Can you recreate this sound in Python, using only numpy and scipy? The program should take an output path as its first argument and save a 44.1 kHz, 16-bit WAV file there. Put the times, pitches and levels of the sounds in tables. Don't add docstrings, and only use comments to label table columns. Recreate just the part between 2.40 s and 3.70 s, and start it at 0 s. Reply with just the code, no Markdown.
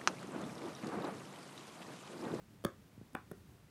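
import sys
import numpy as np
from scipy import signal
from scipy.fft import rfft, irfft, next_fast_len
from scipy.io import wavfile
from scipy.ndimage import map_coordinates

SR = 44100
rng = np.random.default_rng(int(sys.argv[2]) if len(sys.argv) > 2 else 0)


def digitize_waveform(pressure):
    field = np.atleast_2d(pressure).T
    bounded = np.clip(field, -1, 1)
    quanta = np.round(bounded * 32767).astype(np.int16)
    wavfile.write(sys.argv[1], SR, quanta)


def gain_from_decibels(decibels):
    exponent = np.asarray(decibels, float) / 20
    return 10 ** exponent


N = 57330


def along(points, hz):
    point_hz, value = np.transpose(points)
    return np.interp(np.log(hz + 1), np.log(point_hz + 1), value)


def filtered(x, response):
    size = next_fast_len(N + SR // 2)
    hz = np.fft.rfftfreq(size, 1 / SR)
    return irfft(rfft(x, size) * response(hz), size)[:N]


def noise(spectrum):
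    x = filtered(rng.standard_normal(N), lambda hz: gain_from_decibels(along(spectrum, hz)))
    return x / np.sqrt(np.mean(x ** 2) + 1e-20)


def since(start_s):
    return np.maximum(np.arange(N) / SR - start_s, 0)


# (frequency [Hz], density [dB per Hz])
RUMBLE_SPECTRUM = [(20, -58), (32, -35), (50, -7), (100, -2), (200, -5), (330, -11), (480, -19.5),
                   (900, -37.5)]
# (frequency [Hz], density [dB per Hz])
HISS_SPECTRUM = [(150, -39), (450, 0), (800, -1), (1500, -3.5), (3600, -10), (8000, -16), (12000, -20),
                 (15700, -30.5)]
# (time [s], level [dB])
HAND_WEIGHT = [(0, -1), (.3, 1), (.5, -1), (.65, 0), (.85, -0.5), (1.0, 1.5), (1.3, -2)]


def background():
    rumble_db, hiss_db, lump_db = -61.5, -70.5, 1.3
    drift_db = np.interp(np.arange(N) / SR, *np.transpose(HAND_WEIGHT))
    lumps_db = lump_db * map_coordinates(rng.standard_normal(60), [np.linspace(1, 55, N)])
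    rumble = gain_from_decibels(rumble_db + drift_db + lumps_db) * noise(RUMBLE_SPECTRUM)
    hiss = gain_from_decibels(hiss_db) * noise(HISS_SPECTRUM)
    return rumble + hiss


# (time [s], level [dB], final pitch [Hz], t60 [s], extra pitch at contact [ratio])
THUD_EVENTS = [
    (0.2396, -43, 248, 0.049, 0.21),
    (0.2530, -27.5, 108.5, 0.0443, 0.38),
    (0.39, -52.5, 197, 0.096, 0.12),
    (0.5777, -44, 107.3, 0.18, 3),
    (0.6138, -36, 131, 0.035, 1.4),
    (0.7325, -51.5, 242, 0.092, 0.56),
    (0.7472, -39.5, 397, 0.016, 0.19),
    (0.7560, -53, 213, 0.037, 0.11),
    (0.914, -35, 168, 0.021, 1.5),
    (0.9180, -38.5, 175, 0.054, 0.063),
]


def thud(start_s, level_db, final_hz, t60_s, extra_pitch):
    sag_s, attack_s = 0.0027, 0.00069
    t = since(start_s)
    turns = final_hz * (t + extra_pitch * sag_s * (1 - np.exp(-t / sag_s)))
    attack = 1 - np.exp(-t / attack_s)
    return gain_from_decibels(level_db - 60 * t / t60_s) * np.sin(2 * np.pi * turns) * attack


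# (time [s], level [dB], direction [+1/-1], ring before damping [s])
SNAP_EVENTS = [
    (0.2397, -46, 1, .003),
    (0.2487, -27, 1, .004),
    (0.2497, -31, -1, .002),
    (0.2497, -27, -1, .0107),
    (0.2500, -25, 1, .0105),
    (0.7508, -30, -1, .004),
    (0.7507, -33, -1, .0047),
    (0.7555, -44, 1, .012),
    (0.9145, -42, 1, .003),
    (0.9144, -42, 1, .008),
]
# (frequency [Hz], level [dB], t60 [s])
SNAP_MODES = [
    [(462, 9.5, 0.074), (1170, 1.5, 0.016), (3100, 1, 0.0079), (4540, -6, 0.01)],
    [(1202, -0.5, 0.027), (1620, -0.5, 0.015), (2080, -18, 0.045), (3400, -2, 0.005)],
    [(3350, 5.5, 0.0066), (4570, -3.5, 0.01), (6000, -7, 0.0069), (6580, -9.5, 0.012)],
    [(380, 0, .055), (545, -1, .05)],
    [(190, 0, .07)],
    [(1003, -4.5, 0.09), (1450, 4, 0.014), (1658, -3.5, 0.011), (2400, -5.5, 0.017), (2810, -12, 0.017),
     (3440, -10, 0.01)],
    [(270, 2, 0.069), (587, 1, 0.02), (807, -0.5, 0.082)],
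    [(786, -3, 0.16), (1034, -4, 0.054), (1766, -15, .06)],
    [(1150, -3, .022), (1405, 0, .024), (1712, -6, .02), (3531, -13, .012)],
    [(404, 1, 0.078), (584, -6, 0.12), (724, -12.5, 0.09)],
]


def snap(start_s, level_db, direction, free_s, modes):
    attack_s, damping_s = 0.00061, 0.00049
    t = since(start_s)
    ring = sum(gain_from_decibels(mode_db - 60 * t / t60_s) * np.sin(2 * np.pi * hz * t) for hz, mode_db, t60_s in modes)
    attack = 1 - np.exp(-t / attack_s)
    damped = np.exp(-np.maximum(t - free_s, 0) / damping_s)
    return direction * gain_from_decibels(level_db) * ring * attack * damped


# (peak time [s], level [dB], rise [s], fall [s])
PEEL_EVENTS = [
    (0.2398, -46, .0001, .0009),
    (0.2476, -44, .0004, .0015),
    (0.2489, -41, .0005, .0012),
    (0.2502, -41, .0003, .001),
    (0.2540, -58, .001, .001),
    (0.7333, -62, .0002, .0008),
    (0.7476, -56, .0002, .001),
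    (0.7505, -42, .0004, .0005),
    (0.9140, -53, .0003, .0012),
    (0.9175, -53, .0005, .0007),
]
# (frequency [Hz], level [dB])
SKIN_SPECTRUM = [(2000, -40), (5000, -1.5), (7300, -15.5), (8400, 0), (9500, -7), (10800, 3), (12500, -11),
                 (15000, -5)]


def peels():
    t = np.arange(N) / SR
    envelope = np.zeros(N)
    for peak_s, level_db, rise_s, fall_s in PEEL_EVENTS:
        decay = np.where(t < peak_s, (peak_s - t) / rise_s, (t - peak_s) / fall_s)
        envelope += gain_from_decibels(level_db) * np.exp(-decay)
    return envelope * noise(SKIN_SPECTRUM)


# (frequency [Hz], t60 [s])
ROOM_DECAY = [(100, 0.067), (400, 0.25), (1200, 0.21), (3000, 0.25), (8000, 0.17), (14000, 0.087)]
# (frequency [Hz], level [dB])
REFLECTION_COLOUR = [(100, -12), (300, -2), (700, -4), (1300, 4), (2600, -0.5), (3500, -7), (7000, -2),
                     (12000, -14.5)]


def room(x):
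    wall_s, wall_db, flutter_loss_db = 0.0178, -16, 6
    tail_gap_s, tail_rise_s, tail_db = 0.007, 0.002, -12
    hz, t, z = signal.stft(rng.standard_normal(SR // 2), SR, nperseg=256)
    decay = gain_from_decibels(-60 * t / along(ROOM_DECAY, hz)[:, None])
    tail = signal.istft(z * decay, SR, nperseg=256)[1]
    tail = tail * (1 - np.exp(-np.arange(len(tail)) / SR / tail_rise_s))
    tail = gain_from_decibels(tail_db) * tail / np.linalg.norm(tail)
    answer = np.pad(tail, (round(tail_gap_s * SR), 0))
    trips = np.arange(5)
    echo_at = np.round((trips + 1) * wall_s * SR).astype(int)
    answer[echo_at] += gain_from_decibels(wall_db - flutter_loss_db * trips)
    wet = signal.fftconvolve(x, answer)[:N]
    return filtered(wet, lambda hz: gain_from_decibels(along(REFLECTION_COLOUR, hz)))


def scene():
    low_cut_hz = 80
    quiet = background()
    thuds = sum(thud(*event) for event in THUD_EVENTS)
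    snaps = sum(snap(*event, modes) for event, modes in zip(SNAP_EVENTS, SNAP_MODES))
    toy = snaps + thuds + peels()
    toy = filtered(toy, lambda hz: hz ** 2 / (low_cut_hz ** 2 + hz ** 2))
    t = np.arange(N) / SR
    first, second, last = t < 0.5, (t >= 0.5) & (t < 0.85), t >= 0.85
    wet = room(toy * first) + room(toy * second) + room(toy * last)
    return (toy + wet + quiet)[None]


def low_pass(x):
    return signal.sosfilt(signal.butter(12, 16400, fs=SR, output="sos"), x)


def record(dry):
    top_hz, edge_hz, edge_db = 15750, 110, -11
    mix = filtered(dry[0], lambda hz: gain_from_decibels(edge_db) ** np.clip((hz - top_hz) / edge_hz, 0, 12))
    return low_pass(mix[None])


dry = scene()
out = record(dry)
digitize_waveform(out)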